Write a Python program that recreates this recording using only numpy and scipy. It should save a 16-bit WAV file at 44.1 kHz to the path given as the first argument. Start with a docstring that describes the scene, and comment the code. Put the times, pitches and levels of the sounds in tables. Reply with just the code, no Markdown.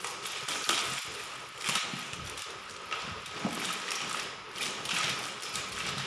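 """Paper crinkles and snaps at once over a steady rush of room air, in a bare, echoing tiled room.
A large cardboard box is lifted, tilted and shifted on its newspaper wrapping: swarms of tiny buckles make
the rustle, single creases the snaps, dense stick-slip the rasp. Pushes and rubbing hands excite the damped
modes of the hollow box. Filtered noise makes the air, decaying noise bands the reverberation;
the hand-held phone adds narrow resonances to everything."""
import sys
import numpy as np
from scipy import signal
from scipy.fft import rfft, irfft
from scipy.io import wavfile
from scipy.ndimage import uniform_filter1d

SR = 44100
rng = np.random.default_rng(int(sys.argv[2]) if len(sys.argv) > 2 else 0)


def master(y):
    """Save y as 16-bit WAV."""
    cut = np.clip(np.atleast_2d(y).T, -1, 1)
    pcm = np.round(cut * 32767)  # scale
    wavfile.write(sys.argv[1], SR, pcm.astype(np.int16))


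N = 267376
TIME = np.arange(N) / SR
# Event levels in the tables are source levels, ahead of the gains of the mix.
# spectrum of crumpling paper: f/Hz, level/dB
PAPER_SPECTRUM = [(60, -54), (200, -18), (400, -5), (700, -5), (1100, -2), (1700, -2), (2900, 1.5),
                  (3800, -1), (4600, -7), (7000, -10.5), (10000, -5.5), (12000, -13), (15500, -9.5)]
DRAG_SAG_DB_PER_S = 1.5  # drags and scrapes ease slightly while they last


def undb(db):
    """Level to amplitude: 20 dB are a factor of ten."""
    return 10 ** (np.asarray(db) / 20)


def unit(x):
    """Normalisation to an rms value of 1."""
    return x / np.sqrt(np.mean(x ** 2))


def on_log_axis(hz, points):
    """Interpolation of (f/Hz, value) points on a logarithmic frequency axis."""
    f, value = np.transpose(points)
    return np.interp(np.log(np.maximum(hz, 1)), np.log(f), value)


def colour(x, points, size=2048):
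    """Minimum-phase filtering: folding the cepstrum makes a (f/Hz, level/dB) response causal."""
    hz = np.arange(size // 2 + 1) * SR / size
    cepstrum = irfft(np.log(undb(on_log_axis(hz, points))))
    cepstrum[1:size // 2] *= 2
    cepstrum[size // 2 + 1:] = 0
    impulse_response = irfft(np.exp(rfft(cepstrum)))
    return signal.fftconvolve(x, impulse_response)[:len(x)]


def ring(x, hz, width_hz):
    """A single damped resonance, with gain 1 at its centre."""
    return signal.lfilter(*signal.iirpeak(hz, hz / width_hz, fs=SR), x)


def lowpass(x, hz, order=2):
    """Butterworth low-pass: a passband without ripple."""
    return signal.sosfilt(signal.butter(order, min(hz, .45 * SR), fs=SR, output="sos"), x)


def brighten(x, db, corner_hz=4800):
    """Spectral tilt: the treble rises by db and the lows fall by half of it, as taut paper is brighter."""
    low = lowpass(x, corner_hz, order=1)
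    return low * undb(-db / 2) + (x - low) * undb(db)


def walk(rate):
    """Slow random modulation: straight lines between normal deviates, rate of them per second."""
    knots = rng.standard_normal(int(N / SR * rate) + 2)
    return np.interp(TIME * rate, np.arange(len(knots)), knots)


def slips(rate, spread_db, limit_db):
    """Stick-slip as random impulses, rate per second: many weak ones and a few strong ones."""
    when, strength, side = rng.random((int(rate * N / SR), 3)).T
    level_db = np.minimum(-spread_db * np.log(1 - strength), limit_db)
    impulses = undb(level_db) * np.sign(side - .5)
    return unit(np.bincount((when * N).astype(int), impulses, N))


def add(track, s, sound):
    """Superposition of a sound onto a track from time s."""
    i = max(int(s * SR), 0)
    track[i:i + len(sound)] += sound[:max(N - i, 0)]


def burst_level(x, db, window_s):
    """Energy scaling: a short sound gets the energy of db rms held for window_s."""
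    return x * undb(db) * np.sqrt(window_s * SR / np.sum(x ** 2))


def gesture(start, rise, hold, sag_db_per_s, release_s):
    """Envelope of one hand movement: linear attack, steady sag in dB, exponential release."""
    since = TIME - start - rise
    attack = np.clip(1 + since / max(rise, .002), 0, 1)
    sag = undb(-sag_db_per_s * np.maximum(since, 0))
    return attack * sag * np.exp(-np.maximum(since - hold, 0) / release_s)


def room_air(level_db=-43.0, side_db=-25.5, thinning=0.76):
    """Broadband noise: a steady rush whose low bands thin out at random, each on its own; mid and side."""
    # spectrum of the rush: f/Hz, level/dB
    air_spectrum = [(25, -16), (60, -13.5), (130, -0.5), (260, -8.5), (420, 9.5), (700, -3.5), (1100, 2.5),
                    (1800, -2), (2900, -2.5), (5000, -14.5), (8000, -37), (11000, -20), (12500, -56)]
    mid, side = (unit(colour(rng.standard_normal(N), air_spectrum)) for _ in range(2))
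    for hz in np.geomspace(90, 750, num=5):
        missing_share = np.clip(thinning * walk(16), 0, .9)
        mid = mid - missing_share * ring(mid, hz, .5 * hz)
    return np.array([mid, undb(side_db) * side]) * undb(level_db + walk(7.3))


def room_tail(build_s=0.0012, size=88200):
    """Diffuse reverberation of hard walls with unit energy: each band decays at its own rate."""
    # reverberation time of the tiled room: f/Hz, T60/s
    decay_times = [(100, 1.64), (400, 1.54), (1200, 1.15), (3000, 0.91), (6000, 0.8), (12000, 0.21)]
    t, hz = np.arange(size) / SR, np.arange(size // 2 + 1) * SR / size
    noise, centres = rfft(rng.standard_normal(size)), np.array(decay_times)[:, 0]
    tail = 0
    # each row of the identity matrix gives one band its share of the spectrum
    for share, (_, t60) in zip(np.eye(len(centres)), decay_times):
        band = irfft(noise * on_log_axis(hz, np.column_stack([centres, share])), size)
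        tail = tail + band * np.exp(-np.log(1000) * t / t60)
    return unit(tail * (1 - np.exp(-t / build_s))) / np.sqrt(size)


def taps(hz=1282, width_hz=210, decay_s=0.003, size=2048):
    """Resonance under impact: dull contacts mostly ring the phone's case, with neither bass nor treble."""
    # contacts: t/s, level/dB
    contacts = [(0.693, -33), (0.707, -34), (1.689, -34), (2.193, -42), (2.928, -36), (3.084, -41),
                (3.573, -47), (3.701, -37), (3.916, -36.5), (4.143, -37), (5.002, -35), (5.261, -41)]
    out, t = np.zeros(N), np.arange(size) / SR
    for s, db in contacts:
        contact = rng.standard_normal(size) * np.exp(-t / decay_s)
        ringing = ring(ring(contact, hz, width_hz), hz, width_hz)
        add(out, s, burst_level(ringing, db, window_s=0.0046))
    return out


def cardboard(push):
    """Modal superposition: the hollow box answers with damped modes and radiates little below the lowest."""
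    # modes of panels and cavity: f/Hz, width/Hz, level/dB
    box_modes = [(63, 16, 2), (88, 40, 1.5), (133.6, 29, 2.5), (179.5, 28, 3), (227, 31, 0), (292.3, 20, 5),
                 (345, 21, -2), (413, 25, -1.5), (508, 62, 0.5), (634, 123, 2.5), (827, 110, 1.5)]
    panels = sum(undb(db) * ring(push, hz, width) for hz, width, db in box_modes)
    return signal.sosfilt(signal.butter(2, 55, "highpass", fs=SR, output="sos"), panels)


def rub(width_share=1.2, trim_db=-1, uneven_db=4.0, grip_db=-59, grip_hz=150, release_s=0.07):
    """Stick-slip friction of hands and wrapping drums on the box; each contact place favours other modes."""
    # drags on the cardboard: start t/s, rise/s, hold/s, level/dB ahead of the trim, centre f/Hz
    hand_drags = [(0, .02, 0.14, -62, 140), (0.468, 0.018, 0.08, -44.5, 380), (0.688, .01, .12, -48, 750),
                  (0.824, 0.063, 0.026, -48.5, 129), (1.68, 0.025, 0.18, -43.5, 257),
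                  (2.114, 0.043, 0.2, -57, 110), (3, 0.038, 0.024, -46, 165),
                  (3.306, 0.056, 0.085, -46, 300), (3.437, 0.0055, .012, -36.5, 655),
                  (3.976, 0.047, 0.2, -46, 200), (4.54, 0.073, 0.25, -40.5, 326),
                  (4.88, 0.093, 0.34, -42.5, 330), (5.446, 0.048, 0.65, -46, 133)]

    def drag(hz):
        """Band-limited stick-slip drives the modes of the box."""
        friction = slips(rate=670, spread_db=0.0, limit_db=-0.5)
        return unit(cardboard(ring(friction, hz, width_share * hz)))

    out = undb(grip_db) * drag(grip_hz)  # fingers shift faintly on the box all along
    for start, rise, hold, db, hz in hand_drags:
        envelope = gesture(start, rise, hold, DRAG_SAG_DB_PER_S, release_s)
        out = out + undb(db) * envelope * drag(hz)
    return out * undb(trim_db + uneven_db * np.minimum(walk(20), 1))


def bumps(size=16384, knock_db=-15.0, scuff_db=-27, soft_hz=1500):
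    """Impulse excitation: a push, then a short scuff as the box settles; the spot hit favours some modes."""
    # bumps: t/s, level/dB, centre f/Hz (low where the whole box flexes), scuff decay/s
    box_bumps = [(.425, -46.5, 136, 0.015), (0.696, -34.5, 320, 0.065), (0.918, -42, 186, 0.0095),
                 (1.076, -45, 110, 0.038), (1.686, -39, 183, 0.017), (1.753, -44, 200, .015),
                 (1.934, -35, 201, 0.024), (2.127, -43, 113, 0.0081), (2.186, -39, 95.4, 0.052),
                 (2.241, -41, 94, 0.018), (3.075, -40.5, 186, 0.023), (3.11, -39, 93, 0.013),
                 (3.448, -26.5, 213, 0.0099), (3.467, -35, 557, .02), (3.494, -44, 330, .01),
                 (3.521, -42, 240, 0.0086), (3.575, -35, 285, 0.017), (3.63, -43, 198, 0.023),
                 (4.023, -48, 136, 0.032), (4.166, -42, 435, 0.027), (4.624, -47, 233, 0.021),
                 (4.682, -42, 276, .015), (4.93, -40, 161, 0.013), (5.04, -42, 140, 0.018),
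                 (5.101, -41, 165, 0.013), (5.571, -50, 151, 0.015), (5.969, -36, 160, 0.088)]
    out, t = np.zeros(N), np.arange(size) / SR
    for s, db, hz, scuff_s in box_bumps:
        scuff = rng.standard_normal(size) * np.exp(-t / scuff_s)
        push = (t == 0) + undb(scuff_db) * scuff
        flex = ring(ring(push, hz, 0.7 * hz), hz, 0.7 * hz)
        knock = ring(ring(push, 3.2 * hz, 2 * hz), 3.2 * hz, 2 * hz)
        force = lowpass(flex + undb(knock_db) * knock, soft_hz)
        add(out, s, burst_level(cardboard(force), db, window_s=0.03))
    return out


def scrape(uneven_db=2.5, broad_db=-5, hz=2810, width_hz=4800, release_s=0.017):
    """Dense stick-slip: the box slides over the newspaper with one continuous bright rasp."""
    # slides: start t/s, rise/s, hold/s, level/dB
    slides = [(4.876, .06, .16, -39), (5.742, .04, .11, -44), (5.975, .02, .1, -39)]
    gain = 0
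    for start, rise, hold, db in slides:
        gain = gain + undb(db) * gesture(start, rise, hold, DRAG_SAG_DB_PER_S, release_s)
    sheet = unit(colour(slips(rate=5000, spread_db=2.5, limit_db=10), PAPER_SPECTRUM))
    rasp = unit(ring(ring(sheet, hz, width_hz), hz, width_hz))
    uneven = undb(uneven_db * np.clip(walk(40), -1.5, 1.5))
    return unit(rasp + undb(broad_db) * sheet) * gain * uneven


def paper_motion(restless_db=3, held_db=-53.5, held_bright_db=-3, sag_db_per_s=25.5, release_s=0.034):
    """Power addition: strokes join the faint crinkling of the held sheet; gives gain and brightness/dB."""
    # pause with the held paper at rest: from t/s, to t/s
    rest = (4.25, 4.5)
    # crumpling strokes: start t/s, rise/s, hold/s, level/dB, brightness/dB
    strokes = [(0, 0.0044, 0.091, -42, 3.5), (0.224, 0.026, 0.17, -40, -1.5),
               (0.474, 0.0091, 0.077, -36, 1.5), (0.609, 0.07, 0.044, -38, 6.5),
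               (0.696, 0.012, 0.15, -35, -1.5), (0.823, 0.03, 0.2, -39.5, 4.5),
               (1.105, 0.022, 0.69, -46.5, 4.5), (1.56, 0.11, 0.023, -35.5, 1),
               (1.683, 0.0099, 0.085, -36, -3), (1.89, 0.053, 0.12, -45.5, -0.5),
               (2.223, 0.035, 0.012, -44, -2), (2.353, 0.025, 0.017, -44, 2),
               (2.684, 0.017, 0.0082, -47, 1.5), (2.928, 0.018, 0.19, -51.5, -21),
               (3.234, 0.14, 0.17, -49, -14), (3.456, 0.16, 0.17, -37, -1), (3.8, 0.081, 0.38, -42, -9.5),
               (4.054, 0.065, 0.11, -40, 0), (4.53, .04, .04, -43, -3), (4.59, 0.03, 0.046, -36, 0),
               (4.842, 0.13, 0.14, -34, -5), (5.159, 0.037, 0.094, -41, 1),
               (5.373, 0.063, 0.033, -41, -0.5), (5.51, 0.035, 0.04, -39.5, 3),
               (5.699, 0.073, 0.022, -37.5, -1.5), (5.828, 0.038, 0.019, -38.5, -7.5),
               (5.942, 0.032, 0.067, -43, -12)]
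    held = uniform_filter1d(1. * ((TIME < rest[0]) | (TIME > rest[1])), size=2048)
    held_gain = held * undb(held_db + restless_db * np.minimum(walk(10), 1))
    power = held_gain ** 2 + 1e-12
    bright = power * held_bright_db
    for start, rise, hold, db, bright_db in strokes:
        # the sheet gives way under the hand, then settles
        stroke = (undb(db) * gesture(start, rise, hold, sag_db_per_s, release_s)) ** 2
        power, bright = power + stroke, bright + stroke * bright_db
    return np.sqrt(power), bright / power


def rustle(gain, bright_db, sliding_db=-7, flurry_db=3.5, crowd_db=-36, facet_db=4.5,
           scrape_s=0.0018, size=512):
    """Crackling noise: fibres slide, creases buckle in flurries and scrape facets, which take turns."""
    sliding = slips(rate=7000, spread_db=3, limit_db=15)
    facets = 0
    for hz in np.geomspace(900, 11200, num=9):
        buckles = slips(rate=110, spread_db=5.5, limit_db=16)
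        facet_scrape = rng.standard_normal(size) * np.exp(-np.arange(size) / SR / scrape_s)
        scraping = signal.oaconvolve(buckles, facet_scrape)[:N]
        facet = unit(ring(scraping, hz, 0.31 * hz)) * hz ** 0.44
        facets = facets + facet * undb(facet_db * np.minimum(walk(25), 1))
    sheet = unit(colour(unit(facets) + undb(sliding_db) * sliding, PAPER_SPECTRUM))
    # in a strong stroke so many buckles overlap that the flurries even out
    flurries = np.clip(walk(90), -2, 2) / np.hypot(1, gain / undb(crowd_db))
    return brighten(sheet, bright_db) * gain * undb(flurry_db * flurries)


def snaps(facet_gain=1.97, rise_share=0.26, top_hz=15100, db_per_octave=10, size=2048):
    """Buckling instability: a big crease gives way in a burst of milliseconds and rings its own facet."""
    # creases giving way: t/s, level/dB, facet f/Hz, brightness/dB, burst decay/s
    creases = [(.044, -23.5, 1105, -26, 0.0037), (0.07, -29.5, 8900, 11, 0.0028),
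               (0.237, -32, 3270, 3, 0.005), (.256, -25.5, 3400, -2, 0.0066),
               (0.485, -22.5, 1320, 3, 0.0062), (.494, -26.5, 3300, -4, 0.0047),
               (.526, -29, 3050, 1, 0.005), (0.664, -31, 1300, -6, 0.0038),
               (0.6908, -15.5, 3460, 2, 0.0022), (0.6938, -17, 1400, -3, 0.0017),
               (0.7056, -20.5, 3150, -7, 0.0023), (0.727, -24.5, 3100, 2, .005),
               (0.7428, -23, 3750, -1, 0.007), (0.7502, -31, 1290, -8, 0.0029),
               (.777, -22, 3150, -6, 0.0035), (.8, -33, 2600, 3, 0.0016), (0.867, -33, 2820, 0, 0.0033),
               (1.149, -33, 2500, 7, 0.0043), (1.196, -30.5, 2650, -1, 0.0057),
               (1.318, -35.5, 2600, -9, 0.0017), (1.621, -31.5, 3000, 4, 0.0024),
               (1.688, -20, 1080, 1, 0.004), (1.695, -18.5, 3100, 1, 0.0022),
               (1.7532, -19.5, 2900, 1, 0.00085), (1.755, -18.5, 3950, -1, 0.0039),
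               (1.966, -31, 2810, -5, 0.0035), (2.025, -29.5, 2540, -8, 0.005),
               (2.133, -26.5, 2550, -1, 0.0013), (2.27, -37, 2960, 4, .005), (2.297, -30, 2920, 21, 0.0024),
               (2.376, -34.5, 3880, 9, 0.003), (2.393, -33, 3500, 14, 0.00095),
               (2.42, -29.5, 2830, 18, 0.0023), (2.503, -37.5, 5100, 22, 0.0067),
               (2.912, -29.5, 1280, -15, 0.0027), (2.9239, -27, 1290, -19, 0.0017),
               (2.9255, -20.5, 2870, -15, 0.0029), (3.258, -29, 3600, 1.5, 0.0081),
               (3.645, -24.5, 3560, 3, 0.0089), (3.688, -24.5, 2860, -16, 0.0059),
               (3.8796, -25.5, 2020, -6, 0.0042), (3.887, -29, 2820, -11, 0.0023),
               (3.906, -27, 5410, 16, 0.0023), (3.917, -22, 2600, 5, 0.0034),
               (3.954, -27.5, 5630, 15, 0.0054), (4.0033, -27, 2760, -15, 0.0047),
               (4.015, -26.5, 3020, -6, 0.0044), (4.144, -25, 2700, -27, 0.0053),
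               (4.17, -27.5, 1990, -8, 0.0054), (4.582, -28.5, 2940, 12, 0.0035),
               (4.617, -27, 3080, 12, 0.0048), (4.6266, -23, 3480, 17, .008), (4.656, -34, 2980, 7, .004),
               (4.851, -24, 3060, 20, 0.0091), (4.8907, -21.5, 2900, -6, 0.0037),
               (4.9104, -23, 2730, -19, 0.0034), (4.948, -25, 2770, 2, 0.0033),
               (5.0428, -27, 3060, -2, 0.0041), (5.078, -22.5, 2390, -21, 0.0046),
               (5.094, -26, 2900, 14, 0.0053), (5.2655, -33, 2240, 6, 0.0016),
               (5.422, -32, 2660, 14, 0.0034), (5.433, -29.5, 5200, 11, 0.0036),
               (5.556, -24.5, 3770, 12, 0.004), (5.719, -30, 3200, 14, 0.0082),
               (5.7633, -31, 3160, -2, 0.0069), (5.8001, -23.5, 2640, -8, 0.012),
               (5.889, -26, 1700, -2, 0.007), (5.979, -27, 4030, 0, 0.0094)]
    out, t = np.zeros(N), np.arange(size) / SR
    for s, db, hz, bright_db, length_s in creases:
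        onset = np.minimum(t / (rise_share * length_s), 1)
        burst = rng.choice([-1, 1], size) * np.exp(-(t / length_s) ** 1.2) * onset
        facet = facet_gain * ring(burst, hz, 0.14 * hz)
        snap = brighten(colour(burst + facet, PAPER_SPECTRUM), bright_db)
        # slack creases lose their top
        snap = lowpass(snap, top_hz * 2 ** (bright_db / db_per_octave))
        add(out, s, burst_level(snap, db, window_s=0.0017))
    return out


def dip_lows(x, corner_hz=800):
    """Band-limited gain modulation: the lows dip briefly now and then."""
    # dips: t/s, half length/s
    dips = [(0.467, 0.016), (0.654, 0.018), (1.024, 0.029), (1.535, 0.011), (1.614, 0.0068), (1.81, 0.03),
            (2.443, 0.021), (3.26, 0.01)]
    dip = sum(np.exp(-((TIME - s) / half_s) ** 4) for s, half_s in dips)
    lows = signal.sosfiltfilt(signal.butter(2, corner_hz, fs=SR, output="sos"), x)
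    return x - np.clip(dip, 0, 1) * lows


def scene(rustle_wet_db=-4, snap_wet_db=-5, box_wet_db=-15, far_side_db=-16.0, near_side_db=-7,
          box_side_db=-4, slant_s=.0008, count=2):
    """Superposition of direct sound, first echoes and reverberation; nearly mono, as mid plus or minus side."""
    # first echoes from floor and walls: delay t/s, level/dB
    first_echoes = [(.0029, -37), (.0052, -16.5), (0.015, -18.5)]
    motion = paper_motion()
    paper = rustle(*motion) + scrape() + snaps()
    box = bumps() + rub()
    early, slanting = np.zeros(N), np.zeros(N)
    for s, db in first_echoes:
        add(early, s, undb(db) * (paper + box))
        # echoes from the sides come a little later and differ between the two channels
        from_side = undb(near_side_db) * paper + undb(box_side_db) * box
        add(slanting, s + slant_s, undb(db) * from_side)
    far_mid, far_side = 0, 0
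    for _ in range(count):
        # fresh draws of rustle, scrape and snaps feed each pair of tails: the reverberation sounds smoother
        send = undb(rustle_wet_db) * (rustle(*motion) + scrape())
        # snaps lose a little of their edge on the way
        send = send + undb(snap_wet_db) * brighten(snaps(), -0.15) + undb(box_wet_db) * box
        far_mid = far_mid + signal.fftconvolve(send, room_tail())[:N]
        far_side = far_side + signal.fftconvolve(send, room_tail())[:N]
    air_mid, air_side = room_air()
    mid = undb(-1.0) * (paper + box + early + far_mid) + taps() + air_mid
    # the side levels above hold ahead of this tilt and halving
    side = brighten(undb(far_side_db) * far_side + slanting, 3.9) / 2 + air_side
    return dip_lows(np.array([mid + side, mid - side]))


def record(dry, treble_hz=11300, top_hz=15200):
    """Linear filtering by the phone: narrow resonances, a rolled-off high treble and a steep cut at the top."""
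    # case and microphone port: f/Hz, width/Hz, gain added to the flat response
    phone_modes = [(1267, 51, 2.23), (3160, 19, 0.14), (5630, 990, 1.18), (6720, 140, 1.5),
                   (7200, 180, 1.6), (8900, 370, 0.39)]
    resonances = sum(gain * ring(dry, hz, width) for hz, width, gain in phone_modes)
    coloured = lowpass(dry + resonances, treble_hz, order=4)
    top_cut = signal.ellip(8, .2, 80, top_hz, fs=SR, output="sos")
    return signal.sosfilt(top_cut, undb(-2.5) * coloured)


dry = scene()
out = record(dry)
master(out)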